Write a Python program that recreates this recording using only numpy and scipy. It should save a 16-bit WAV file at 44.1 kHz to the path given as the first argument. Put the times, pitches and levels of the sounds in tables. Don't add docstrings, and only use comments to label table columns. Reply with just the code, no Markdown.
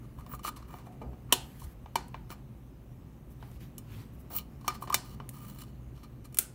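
import sys
import numpy as np
from scipy import signal
from scipy.fft import rfft, irfft, next_fast_len
from scipy.io import wavfile
from scipy.ndimage import uniform_filter1d, map_coordinates

SR = 44100
rng = np.random.default_rng(int(sys.argv[2]) if len(sys.argv) > 2 else 0)


def dump_mix(stems):
    frames = np.atleast_2d(stems).T
    limited = np.clip(frames, -1, 1)
    pcm = np.round(limited * 32767).astype(np.int16)
    wavfile.write(sys.argv[1], SR, pcm)


N = 288414

# start_s, peak_db (of the direct sound), knock_hz, # extra_knock_db,
# brightness_db_per_octave, casing_ring_db, room_db
LATCH = [(1.324, -3.5, 938.7, 1, -0.24, 3.5, -14)]
PADS = [(.185, -44.5, 1080, -3, 2.5, 9.9, -9), (.263, -40.5, 686, -8, 1.5, 7.4, -3),
        (.336, -32.5, 1180, 2, -1.2, 2.7, -14), (.447, -26, 1250, 4, .9, 5.4, -7),
        (.69, -54, 1060, 5, -.3, 7.3, 13), (.739, -36, 770, -3, -1.7, 12, -11),
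        (.869, -41.5, 720, 8, -7, .3, -9), (1.015, -35.5, 735, -9.5, -8, 7, 3),
        (1.13, -45, 720, 2, -3.5, 2.8, -22), (1.618, -41.5, 926, -2.5, 1, 6, -4),
        (4.644, -39.5, 1150, -8, -0.7, 10, 7), (4.821, -28.5, 1080, 2, 0, 17, -21),
        (4.837, -34.5, 1070, -3, 0, 8, -4), (4.899, -20.5, 1030, 8.5, 1.4, 3.8, -8.5)]
THUMBS = [(1.859, -40, 890, 3, -.6, 4, -7), (2.143, -31, 990, -4, .6, 1.5, -7),
          (3.426, -39, 930, -3, -0.22, .3, -4.5), (5.2, -33, 1100, 1.5, 0.8, 4.4, -9)]
KNOCKS = [(.392, -41, 1180, 5, 0.1, 11, -12), (.478, -31, 1230, 9, -2.5, -9, -15),
          (.565, -42, 1090, 8, .3, -9, 0), (.785, -47, 1020, 6, -1.7, 1.5, 1),
          (1.956, -14, 980, 0.5, -0.7, 7.5, -10.5), (2.303, -34.5, 1010, -7, -2.5, 1.5, -8),
          (4.305, -41.5, 710, -2.5, -4.5, 5.5, 5), (4.611, -49, 1032, 3, -0.5, 8, -7),
          (4.679, -12.5, 1192, 7.5, 0.94, 8.5, -13.5), (4.874, -35, 1110, -5, -3.5, 9, 1),
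          (4.925, -22.5, 1180, 14, 1, 8.5, -14), (4.943, -8, 1240, -16, 3, 5.5, -13.5)]
NAILS = [(.924, -50, 746, -1, -7.5, 0, .3), (2.082, -46, 780, 5, -1, -3, -17),
         (3.515, -46.5, 1100, 0, -5, 1, -7), (3.611, -47.5, 770, 1, -16.5, -13, -7),
         (3.781, -29, 1100, 6.8, 2, 8, -19), (5.291, -26, 1060, -4, -0.1, -8, -13),
         (6.037, -46.5, 1310, 1.5, -2, 3, -10.5), (6.255, -45, 1180, 1, 2, 6.5, -13),
         (6.325, -47, 1250, -1, -3.5, 12, -14), (6.345, -28, 1050, -5, -1.3, -1, -13),
         (6.371, -23, 1300, 4, -0.5, 4, -18), (6.387, -4, 1420, 7, 0.6, -1, -10.5)]
# touches (a table above), colour_db (list: thud, knock, clack, snap, tick, hiss, sizzle),
# contact_ms (0.1 ms is added to it), hand_damping (times faster that the casing fades)
STRIKERS = [(LATCH, [2.5, -0.14, -6, 9, -3, 1.5, -0.3], 2.1, 1.3),
            (PADS, [9, 13, -4, -7, -10.5, -14.5, -11.5], 1.5, 1.4),
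            (THUMBS, [16, 15, 6.5, 3.5, -5, -21, -26], 1.28, 1.03),
            (KNOCKS, [5.5, 6, 3.5, 0.5, 1, -2.5, -5], 1.399, 1.27),
            (NAILS, [-4, -12, -4.5, -5, -8.5, 4.5, 3.5], 0.99, 1.1)]
TOUCH_PARTS_HZ = [400, 2200, 3000, 4600, 9000, 14000]
# pitch_hz, level_db (relative), t60_s (60 dB fade time before hand damping)
CASING_MODES = [(259, -1.5, 0.12), (375.3, 4.5, 0.18), (730, 5, 0.2), (774, -2, 1), (897, 0.5, 0.025),
                (1082, 4.5, 0.032), (1215, 5, 0.089), (1502, -2, 0.36), (1823, -5.5, 0.297),
                (2344, 7, 0.11), (2963, 6, 0.058), (3580, 3.5, 0.11), (4080, 1.5, 0.16), (4200, 3, 0.45),
                (4356, 2.5, 0.07), (4590, 0.5, .6), (5195, 1, 0.4), (5550, 5, 0.076), (6060, -0.5, .05),
                (6890, 4, .12), (7480, -2, 0.045), (8200, 0, 0.084), (8840, -1.5, 0.06),
                (10740, -0.5, 0.027), (12300, -6.5, 0.034), (13400, -4, 0.028), (15200, 3, 0.045)]
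# knock_db, scrape_db, squeak_db
STROKES = [(0.0, 0.033, .02, .02, -67, 4.5, -4, -21), (0.169, 0.025, .005, 0.05, -56.5, 4, -10, -7),
           (0.269, 0.028, 0.041, .01, -58, 1, -11, 15), (0.324, 0.019, 0.011, 0.024, -47.5, -9, -13, 5),
           (0.427, 0.018, 0.045, 0.011, -38, -2.5, -4, -1),
           (0.551, 0.019, 0.0027, 0.016, -48.5, -11, -3.5, -21),
           (0.583, 0.025, 0.045, .02, -74, 13.5, 4, -10), (0.668, 0.016, .1, 0.054, -60, 3.5, -6, 1),
           (0.838, 0.026, .01, 0.034, -62.5, 5, -5, -9), (1.004, 0.014, 0.006, .03, -63.5, 14, -0.5, -14),
           (1.102, 0.036, .003, 0.01, -79.5, 17.5, 5, -18), (1.284, 0.027, 0.013, .003, -66, 18, 2.5, -2.5),
           (1.568, 0.032, 0.041, .05, -52, -12, -10.5, -7), (2.282, 0.031, .015, .03, -48.5, 0.5, -3.5, 4),
           (4.294, 0.028, 0.033, .02, -46.5, -8, -7, 11), (4.349, .016, 0.0075, 0.024, -35, -14.5, -13, 18),
           (4.364, .018, 0.0072, 0.039, -44.5, -6, 1.5, -6), (4.61, 0.058, 0.016, .003, -56, -6, -2, -14.5),
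           (4.696, .005, .01, 0.033, -60.5, 19.5, 0, -11), (4.727, .023, 0.0038, .025, -46.5, 4.5, -2, -1),
           (4.805, 0.017, .003, 0.052, -44, -12, -9, -1), (5.003, 0.037, 0.11, .003, -59, -3.5, -2.5, 1.5),
           (5.271, 0.072, 0.16, 0.12, -55, -3.5, -7.5, 4), (5.521, 0.087, .012, 0.034, -48, -7.5, -5.5, -1),
           (5.63, 0.022, 0.049, 0.013, -66, -8, -2, -7.5), (5.916, 0.048, 0.051, .02, -68, 0.5, 1.5, -12),
           (6.017, 0.017, 0.0027, .03, -59.5, 5.5, 4.5, -16),
           (6.239, 0.0074, 0.0088, 0.022, -51, -5.5, -5, -26)]
STROKE_PARTS_HZ = [1150, 4000, 12300, 15300]
# start_s, attack_s, hold_s, release_s, swish_db, air_db
RUSTLES = [(1.36, .05, 0.32, .015, -67, -63.5), (3.27, .04, .015, .04, -74, -64),
           (3.37, 0.042, 0.16, 0.027, -68.5, -67.5), (3.59, 0.017, 0.035, .09, -60, -62),
           (3.81, .11, .1, .1, -59, -63), (4.11, 0.027, 0.021, .02, -80, -68),
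           (4.17, 0.028, 0.016, .025, -78, -61.5)]
# frequency_hz, relative_level_db (per Hz)
SWISH_COLOUR = [(300, -39.5), (600, -5), (1200, 0.5), (2300, -3), (4500, -8), (8000, -17.5), (16000, -30)]
# frequency_hz, relative_level_db (per Hz)
AIR_COLOUR = [(3000, -30.5), (6000, -11.5), (9500, -6), (12000, -0.5), (16000, -1.5)]
# centre_s, pitch_hz, level_db, length_s
BUMPS = [(0.665, 60.5, -45.5, 0.13), (1.088, 63.4, -38, 0.076), (3.581, 58.2, -48, 0.13),
         (3.957, 103.5, -43.5, 0.18), (4.022, 113.8, -49, 0.14), (4.897, 59.6, -46.5, 0.11),
         (5.453, 126.5, -42, 0.054)]
# frequency_hz, t60_s (60 dB fade time of the nearer tail)
ROOM_FADE = [(300, 0.55), (1000, 0.35), (4000, .26), (8000, 0.24), (14000, 0.12)]
# time_s, level_db
HUM_LEVEL = [(0.0, 0.5), (2.3, -0.5), (2.8, -2), (4.0, 0.5), (5.3, 1), (6.54, -2)]
# frequency_hz, relative_level_db (per Hz)
RUMBLE_COLOUR = [(15, -50.5), (28, -24.5), (40, -3), (60, -1.5), (80, -2.5), (95, -10.5), (120, -49)]
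# frequency_hz, relative_level_db (per Hz)
DRONE_COLOUR = [(70, -52.5), (95, -8), (122, 6), (140, 3.5), (165, -3), (190, -14), (250, -48)]
# frequency_hz, relative_level_db (per Hz)
RUSH_COLOUR = [(94, -52), (160, -12.5), (212, -4.5), (299, -11), (318, -13.5), (364, -14), (465, -22),
               (501, -20), (689, -25.5), (859, -26.5), (1210, -29), (1400, -34), (3000, -39.5), (3900, -65),
               (6600, -120)]
# pitch_hz, relative_level_db
TONES = [(43, -60), (60, -54.5), (120, -56)]
# frequency_hz, relative_level_db (per Hz)
HISS_COLOUR = [(1200, -41.5), (2500, -3.5), (3800, 2), (4900, -11.5), (6200, -3), (8000, -18),
               (10300, -18.5), (11500, -4.5), (13500, 0.5), (16000, -1)]

SWELL_DB = 24.5
RUMBLE_DB, DRONE_DB, RUSH_DB, HISS_DB = -54.5, -51.5, -54, -75
TOP_HZ = 15850


def contacts():
    size = 2 ** 14
    out = np.zeros(N + size)
    t = np.arange(size) / SR
    hz = np.fft.rfftfreq(size, 1 / SR)
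    for touches, colour_db, contact_ms, damping in STRIKERS:
        contact_s = contact_ms * 1e-3 + 1e-4
        blow = np.exp(-2 * t / contact_s)
        rattle = 0.11 * np.exp(-0.5 * t / contact_s)
        shape = t / contact_s * (blow + rattle)
        struck = np.exp(-2j * np.pi * hz * contact_s * 0.6)
        modes = casing(hz, damping)
        for start_s, peak_db, knock_hz, knock_db, bright_db, ring_db, room_db in touches:
            crack = shape * rng.standard_normal(size)
            crack = rfft(crack / np.linalg.norm(crack))
            points = list(zip(np.insert(TOUCH_PARTS_HZ, 1, knock_hz), colour_db))
            distance = np.log((hz + 1) / knock_hz) / 0.14
            focus_db = (6.5 + knock_db) * np.exp(-distance ** 2)
            tilt_db = bright_db * np.log2(np.clip(hz, 300, 16000) / 2000)
            low_cut = 1 / (1 + (200 / (hz + 1)) ** 4)
            colour = causal(amp(along(points, hz) + focus_db + tilt_db) * low_cut)
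            ring = amp(ring_db) * struck * (strengths(scatter_db=2.5) @ modes)
            near = irfft(colour * (crack + ring))
            far = irfft(colour * (struck + 0.29 * ring))
            heard = near + amp(room_db) * room(far, delay_s=0.0035)
            out[round(start_s * SR):][:size] += amp(peak_db) / np.abs(near).max() * heard
    return out[:N]


def strokes():
    rows = []
    for *times, sizzle_db, knock_db, scrape_db, squeak_db in STROKES:
        rows.append((*times, sizzle_db + knock_db, sizzle_db + scrape_db, sizzle_db, sizzle_db + squeak_db))
    grain = amp(1.0 * wobble(60) + 3.3 * wobble(300) + 2.5 * wobble(1500))
    rubbing = np.zeros(N)
    for level, share in zip(swells(rows), np.eye(4)):
        band = [(680, 0.0023)] + list(zip(STROKE_PARTS_HZ, share))
        noise = filtered(grain * rng.standard_normal(N), lambda hz: along(band, hz) ** 1.5)
        rubbing += level * unit(noise)
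    modes = casing(np.fft.rfftfreq(2 ** 14, 1 / SR), damping=2.7)
    ring = irfft(strengths(scatter_db=1.9) @ modes)
    rung = amp(-8.5) * rubbing + amp(-0.7) * signal.oaconvolve(rubbing, ring)[:N]
    return rung + amp(-18.5) * room(rung, delay_s=0.004)


def casing(hz, damping):
    centre, db, t60 = np.transpose(CASING_MODES)[:, :, None]
    width = damping * np.log(1000) / (np.pi * t60)
    sign = (-1) ** np.arange(len(CASING_MODES))[:, None]
    return sign * amp(db) * 1j * hz * width / (centre ** 2 - hz ** 2 + 1j * hz * width)


def strengths(scatter_db):
    return amp(scatter_db * rng.standard_normal(len(CASING_MODES))) + 0j


def rustles():
    swish, air = swells(RUSTLES)
    return swish * rush(SWISH_COLOUR, patchy_db=2.5) + air * rush(AIR_COLOUR, patchy_db=2.5)


def bumps():
    out = np.zeros(N)
    t = np.arange(-SR // 4, SR // 4) / SR
    for centre_s, hz, db, length_s in BUMPS:
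        swell = np.exp(-(2 * t / length_s) ** 2)
        out[round(centre_s * SR) - SR // 4:][:len(t)] += amp(db) * swell * np.sin(2 * np.pi * hz * t)
    return out


def room(x, delay_s):
    hz = np.fft.rfftfreq(256, 1 / SR)
    t = np.arange(138) * 128 / SR
    fall_db = -60 * t / along(ROOM_FADE, hz)[:, None]
    noise = rng.standard_normal(fall_db.shape) + 1j * rng.standard_normal(fall_db.shape)
    gain = amp(fall_db) + amp(-14.5 + 0.55 * fall_db)
    tail = signal.istft(noise * gain, SR, nperseg=256)[1]
    delayed = np.pad(x, (int(delay_s * SR), 0))
    return signal.fftconvolve(delayed, tail / np.linalg.norm(tail))[:len(x)]


def hum():
    level_db, = curves(HUM_LEVEL)
    noise = amp(RUMBLE_DB) * rush(RUMBLE_COLOUR, patchy_db=4.0)
    noise += amp(DRONE_DB) * rush(DRONE_COLOUR, patchy_db=0.37)
    noise += amp(RUSH_DB) * rush(RUSH_COLOUR, patchy_db=0.24)
    t = np.arange(N) / SR
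    tones = np.zeros(N)
    for hz, db in TONES:
        level = amp(db + 2 + 0.79 * wobble(4))
        tones += level * np.sin(2 * np.pi * hz * t + 1.2 * wobble(11))
    return amp(level_db) * noise + tones


def amp(db):
    return 10 ** (np.asarray(db) / 20)


def unit(x):
    return x / np.sqrt(np.mean(x ** 2) + 1e-20)


def along(points, hz):
    f, v = np.transpose(points)
    return np.interp(np.log(hz + 1), np.log(f + 1), v)


def curves(rows):
    s, *cols = np.transpose(rows)
    return np.array([np.interp(np.arange(N) / SR, s, c) for c in cols])


def swells(rows):
    t = np.arange(N) / SR
    level = np.zeros((len(rows[0]) - 4, N))
    for start_s, attack, hold, release, *db in rows:
        corners = start_s + np.cumsum([0, attack, hold, release])
        span = slice(round(start_s * SR), round(corners[-1] * SR))
        swell = np.interp(t[span], corners, [0, 1, 1, 0])
        level[:, span] += amp(db)[:, None] * amp(SWELL_DB * (swell - 1))
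    return level


def wobble(rate):
    step = max(1, int(SR / rate / 16))
    at = np.arange(0, N + step, step)
    knots = rng.standard_normal(int(N * rate / SR) + 4)
    return np.interp(np.arange(N), at, map_coordinates(knots, [at * rate / SR]))


def filtered(x, response):
    m = next_fast_len(x.shape[-1] + SR // 2)
    return irfft(rfft(x, m) * response(np.fft.rfftfreq(m, 1 / SR)), m)[..., :x.shape[-1]]


def causal(gain):
    c = irfft(np.log(gain + 1e-6))
    c[1:len(c) // 2] *= 2
    c[len(c) // 2 + 1:] = 0
    return np.exp(rfft(c))


def rush(spectrum, patchy_db):
    z = rng.standard_normal((257, N // 256 + 2, 2)) @ [1, 1j]
    field = uniform_filter1d(rng.standard_normal(z.shape), size=6, axis=0)
    field = uniform_filter1d(field, size=12, axis=1)
    noise = signal.istft(z * amp(patchy_db * unit(field)), nperseg=512)[1][:N]
    return unit(filtered(noise, lambda hz: amp(along(spectrum, hz))))


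def scene():
    return (contacts() + strokes() + rustles() + bumps() + hum())[None]


def record(dry):
    hiss = amp(HISS_DB) * rush(HISS_COLOUR, patchy_db=1.1)
    return filtered(dry + hiss, lambda hz: np.clip((TOP_HZ + 150 - hz) / 300, 0, 1) ** 2)


dry = scene()
out = record(dry)
dump_mix(out)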